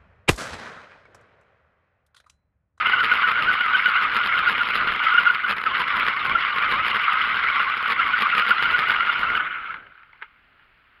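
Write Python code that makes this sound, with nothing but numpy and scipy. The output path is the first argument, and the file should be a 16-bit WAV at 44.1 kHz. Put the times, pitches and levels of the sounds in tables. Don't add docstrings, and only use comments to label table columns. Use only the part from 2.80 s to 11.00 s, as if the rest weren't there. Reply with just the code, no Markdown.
import sys
import numpy as np
from scipy import signal
from scipy.fft import rfft, irfft, next_fast_len
from scipy.io import wavfile
from scipy.ndimage import uniform_filter1d, map_coordinates

SR = 44100
rng = np.random.default_rng(int(sys.argv[2]) if len(sys.argv) > 2 else 0)


def voltage_ratio(level):
    return 10 ** (np.asarray(level, float) / 20)


def dump_mix(stems):
    frames = np.atleast_2d(stems).T
    limited = np.clip(frames, -1, 1)
    pcm = np.round(limited * 32767).astype(np.int16)
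    wavfile.write(sys.argv[1], SR, pcm)


N = 361619

# time in seconds, relative grind level in dB, slack mesh pitch in Hz,
# relative slack whine level in dB.
ROLLING = [(0, -25.5, 1342, -24), (2.51, -26, 1354, -30.5), (2.525, -33.5, 1343, -45),
           (2.55, -26.5, 1348, -51), (2.72, -30, 1330, -35), (2.85, -35, 1301, -50),
           (2.865, -26, 1077, -31.5), (3.5, -26.5, 1137, -28.5), (4.3, -24.5, 1200, -29),
           (5.2, -27, 1165, -29), (5.45, -24.5, 1307, -27), (6.55, -27, 1354, -26),
           (6.63, -29.5, 1370, -40), (6.92, -36, 1406, -38), (7.03, -46, 1440, -64),
           (7.17, -54.5, 1460, -75), (7.7, -65, 1430, -92)]
# time in seconds, turns done.
WHEEL_TURNS = [(0, -1), (1.96, 15), (3.75, 27), (4.57, 32), (5.11, 36), (5.42, 38), (6.56, 46), (7.1, 48)]
# frequency in Hz, relative level in dB.
CHASSIS_SPECTRUM = [(300, -41), (725, -21.5), (1150, -2.5), (1450, 3.5), (1750, -8.5), (2120, -1),
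                    (2570, -10.5), (2920, -8), (4200, -27), (5400, -39), (6100, -64.5)]
# frequency in Hz, relative level in dB.
KNOCK_SPECTRUM = [(500, -25), (1300, 5), (3000, -3), (5200, -23), (6300, -72.5)]
# frequency in Hz, width in Hz, relative level in dB.
CRAWL_MODES = [(1480, 490, -4), (2130, 130, -7)]


def unit(x):
    return x / np.sqrt(np.mean(x ** 2) + 1e-20)


def curves(rows):
    time_s, *columns = np.transpose(rows)
    return [np.interp(np.arange(N) / SR, time_s, column) for column in columns]


def wobble(knots_per_s):
    return map_coordinates(rng.standard_normal(N // 20), [np.arange(N) * knots_per_s / SR])


def coloured(x, spectrum):
    size = next_fast_len(N + 8192, True)
    hz, db = np.transpose(spectrum)
    log_hz = np.log(np.fft.rfftfreq(size, 1 / SR) + 1)
    gain = voltage_ratio(np.interp(log_hz, np.log(hz + 1), db))
    cepstrum = irfft(np.log(gain), size)
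    cepstrum[1:size // 2] *= 2
    cepstrum[size // 2 + 1:] = 0
    return irfft(rfft(x, size) * np.exp(rfft(cepstrum)), size)[:N]


def ringing(x, modes):
    size = next_fast_len(N + 8192, True)
    f = np.fft.rfftfreq(size, 1 / SR)
    gain = sum(voltage_ratio(db) * 1j * f * w / (c * c - f * f + 1j * f * w) for c, w, db in modes)
    return irfft(rfft(x, size) * gain, size)[:N]


def bursts(times_s, sizes, t60_s):
    at = np.clip(np.round(np.ravel(times_s) * SR).astype(int), 0, N - 1)
    tail = voltage_ratio(-60 * np.arange(SR // 20) / SR / t60_s)
    hits = np.bincount(at, np.ravel(sizes), N)
    return np.abs(signal.fftconvolve(hits, tail)[:N])


def peak_one(x, spectrum):
    return coloured(x, spectrum) / np.abs(coloured(np.arange(N) == 0, spectrum)).max()


def gears():
    # time in seconds, mesh pitch in Hz, relative peak level in dB.
    bites = [(0.14, 1496, -9), (0.324, 1453, -10), (0.694, 1453, -15.5), (0.951, 1496, -12),
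             (1.253, 1206, -18), (1.441, 1410, -15.5), (1.552, 1431, -13.5), (1.677, 1453, -13),
             (1.812, 1442, -13), (2.084, 1410, -14), (2.271, 1335, -14), (2.325, 1453, -14),
             (2.352, 1421, -10), (2.385, 1410, -8), (2.474, 1421, -7.5), (2.505, 1431, -11),
             (2.648, 1496, -19), (2.871, 1302, -16), (3.559, 1399, -11.5), (4.406, 1345, -16),
             (5.199, 1399, -14), (5.345, 1496, -13), (5.715, 1388, -8.5), (5.859, 1410, -11),
             (5.953, 1464, -12.5), (6.103, 1399, -13.5), (6.298, 1442, -16), (6.437, 1399, -14),
             (6.554, 1464, -15.5)]
    swing_share, lead_turns = .085, .33
    swell_hz, swell_width_hz, swell_peak_db = 1473, 70, 4.5
    bite_pitch_s, bite_level_s = .02, .007

    _, slack_hz, slack_db = curves(ROLLING)
    t = np.arange(N) / SR
    swing = swing_share * np.cos(2 * np.pi * (curves(WHEEL_TURNS)[0] + lead_turns))
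    hz = slack_hz * (1 + swing + 0.03086 * np.tanh(wobble(35)))
    swell_db = swell_peak_db * np.exp(-((hz - swell_hz) / swell_width_hz) ** 2)
    flutter_db = 5.3 * np.tanh(wobble(28)) + 3.5 * np.tanh(wobble(90))
    level = voltage_ratio(slack_db + swell_db + flutter_db)

    for s, bite_hz, db in bites:
        near = slice(round((s - .07) * SR), round((s + .07) * SR))
        hz[near] += np.exp(-((t[near] - s) / bite_pitch_s) ** 2) * (bite_hz - hz[near])
        level[near] += np.exp(-((t[near] - s) / bite_level_s) ** 2) * (voltage_ratio(db) - level[near])

    tremble = 0.012 * wobble(70) + 0.02265 * wobble(250)
    cycles = np.cumsum(hz * (1 + tremble)) / SR
    octave_db = -16 + 11 * np.exp(-((2 * hz - 2130) / 220) ** 2) + 4 * wobble(30)
    tone = np.sin(2 * np.pi * cycles) + voltage_ratio(octave_db) * np.sin(4 * np.pi * cycles)
    return level * voltage_ratio(3.9 * np.tanh(wobble(110))) * tone


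def wheels():
    # frequency in Hz, relative level in dB.
    rumble_spectrum = [(15, -22), (25, -5), (130, -6), (700, -7.5), (1000, -13), (2000, -65)]

    grind_db = curves(ROLLING)[0]
    draws = rng.random((14000, 2))
    grain_sizes = voltage_ratio(-3.5 * np.log(draws[:, 1] + 0.016))
    grit = bursts(draws[:, 0] * N / SR, grain_sizes, t60_s=0.0038)
    clumps = voltage_ratio(0.83 * wobble(11) + 1.38 * wobble(45))
    shake = clumps * (1.2 + unit(grit)) * rng.standard_normal(N)

    z = signal.stft(shake, nperseg=256)[2]
    patches = uniform_filter1d(rng.standard_normal(z.shape), 2, 0)
    patches = uniform_filter1d(patches, 8, 1)
    shake = signal.istft(z * voltage_ratio(2.88 * unit(patches)), nperseg=256)[1][:N]

    rumble_level = voltage_ratio(4.2 * wobble(7.4) + 0.28 * wobble(15))
    rumble = rumble_level * coloured(rng.standard_normal(N), rumble_spectrum)

    slow = np.clip((-26.5 - grind_db) / 6, 0, .5)
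    broad = unit(coloured(shake, CHASSIS_SPECTRUM))
    crawl = unit(ringing(coloured(shake, KNOCK_SPECTRUM), CRAWL_MODES))
    grind = (1 - slow) * broad + slow * crawl
    return voltage_ratio(grind_db + 2.5) * grind + voltage_ratio(0.91 * grind_db - 22) * unit(rumble)


def case():
    # time in seconds, relative treble level in dB.
    hard_jolts = [(0.245, -48), (0.337, -52.5), (0.515, -53), (0.738, -55.5), (1.365, -53), (1.471, -53.5),
                  (1.573, -58), (1.696, -50), (1.887, -53.5), (1.954, -50.5), (2.548, -54.5), (2.68, -57),
                  (2.71, -48.5), (2.782, -55), (2.815, -57.5), (2.995, -56), (3.167, -56), (3.283, -48.5),
                  (3.449, -56), (3.922, -48.5), (4.082, -53.5), (4.158, -53.5), (5.111, -52),
                  (5.421, -46.5), (5.596, -46.5), (5.693, -49), (5.824, -49), (5.91, -52), (5.99, -49.5),
                  (6.106, -49.5)]
    # frequency in Hz, relative level in dB.
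    clack_spectrum = [(3410, -32), (5800, -9.5), (6050, -15), (6520, -2.5), (7290, -7), (8020, -37.5),
                      (8710, -7), (11600, 4), (12300, -1.5), (15600, -19)]
    # frequency in Hz, width in Hz, relative level in dB.
    mount_modes = [(228, 43, 2), (452.6, 106, 4)]
    bump_mean_db, bump_range_db, bump_scatter_s = -56.5, 10.5, .015
    chatter_reach_s, chatter_scatter_s = 1 / 59.62, .006
    tick_top_db, tick_range_db = -52, 11
    rolling_s = 6.6

    grind_db = curves(ROLLING)[0]
    small = rng.random((30, 2))
    small_jolts = np.c_[rolling_s * small[:, 0], -74 + 15 * small[:, 1]]

    turn_s, turns_done = np.transpose(WHEEL_TURNS)
    bump = rng.random((47, 2))
    bump_s = np.interp(np.arange(len(bump)), turns_done, turn_s)
    bump_s = bump_s + bump_scatter_s * (2 * bump[:, 0] - 1)
    bumps = np.c_[bump_s, bump_mean_db + bump_range_db * (bump[:, 1] - .5)]

    s, db = np.r_[bumps, small_jolts, hard_jolts].T[..., None]
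    draws = rng.random((len(s), 2, 4))
    offsets_s = np.array([-1, -.5, .5, 1]) * chatter_reach_s + chatter_scatter_s * (draws[:, 0] - .5)
    times_s = np.c_[s, s + offsets_s]
    sizes = np.c_[voltage_ratio(db), voltage_ratio(db - 22 * draws[:, 1])]

    lone = rng.random((80, 2))
    lone_s = (np.arange(len(lone)) + lone[:, 0]) * rolling_s / len(lone)
    times_s = np.r_[times_s.ravel(), lone_s]
    sizes = np.r_[sizes.ravel(), voltage_ratio(tick_top_db - tick_range_db * lone[:, 1])]

    clacks = bursts(times_s, sizes, t60_s=0.0039)
    scrape = uniform_filter1d(clacks, size=500)
    noise = rng.standard_normal((3, N))
    top = (voltage_ratio(8.5) * clacks + voltage_ratio(10.5) * scrape + voltage_ratio(2 * grind_db - 31)) * noise[0]
    top = coloured(top, clack_spectrum) / np.std(coloured(noise[0], clack_spectrum))
    knock = coloured(bursts(times_s, sizes, t60_s=0.019) * noise[1], KNOCK_SPECTRUM)
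    knock = voltage_ratio(35) * knock / np.std(coloured(noise[1], KNOCK_SPECTRUM))
    return top + knock + voltage_ratio(30.5) * ringing(clacks * (1 + noise[2]), mount_modes)


def settling():
    # time in seconds, relative peak level in dB.
    settle_ticks = [(6.942, -24), (7.068, -43), (7.152, -46.5), (7.232, -42), (7.331, -38.5), (7.415, -41),
                    (7.422, -28.5), (7.427, -30), (7.795, -50)]
    # frequency in Hz, width in Hz, relative level in dB.
    shell_modes = [(450, 86, -2), (890, 38, -2)]

    s, db = np.transpose(settle_ticks)
    shape = bursts(s, voltage_ratio(db), t60_s=0.011) + voltage_ratio(-18.5) * bursts(s, voltage_ratio(db), t60_s=0.12)
    tick = uniform_filter1d(shape, size=130) * rng.standard_normal(N)
    dull = peak_one(tick, KNOCK_SPECTRUM)
    direct = voltage_ratio(-10.0) * peak_one(tick, CHASSIS_SPECTRUM)
    return direct + voltage_ratio(-5) * ringing(dull, CRAWL_MODES) + voltage_ratio(7.5) * ringing(dull, shell_modes)


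def park():
    # frequency in Hz, relative level in dB.
    air_spectrum = [(15, -24.5), (25, 8.5), (113, -3), (554, -11), (1090, -5.5), (1380, 1), (2870, -5),
                    (4070, -20.5), (4910, -27.5), (5780, -45.5), (15600, -36)]

    air = voltage_ratio(-59.5 + .6 * wobble(2.2)) * unit(coloured(rng.standard_normal(N), air_spectrum))
    first_s = .027 + np.arange(164) / 20
    pairs_s = np.r_[first_s, first_s + .017]
    ticks = bursts(pairs_s, np.ones(len(pairs_s)), t60_s=.004) * rng.standard_normal(N)
    ticks = ringing(ringing(ticks, [(4300, 580, 0.0011)]), [(4300, 580, 0.0059)])
    return air + voltage_ratio(-49.5) * ticks


def scene():
    return (gears() + wheels() + case() + settling() + park())[None]


def band_limit(x):
    return signal.sosfilt(signal.butter(12, 15800, fs=SR, output="sos"), x)


def record(dry):
    return band_limit(dry)


dry = scene()
out = record(dry)
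dump_mix(out)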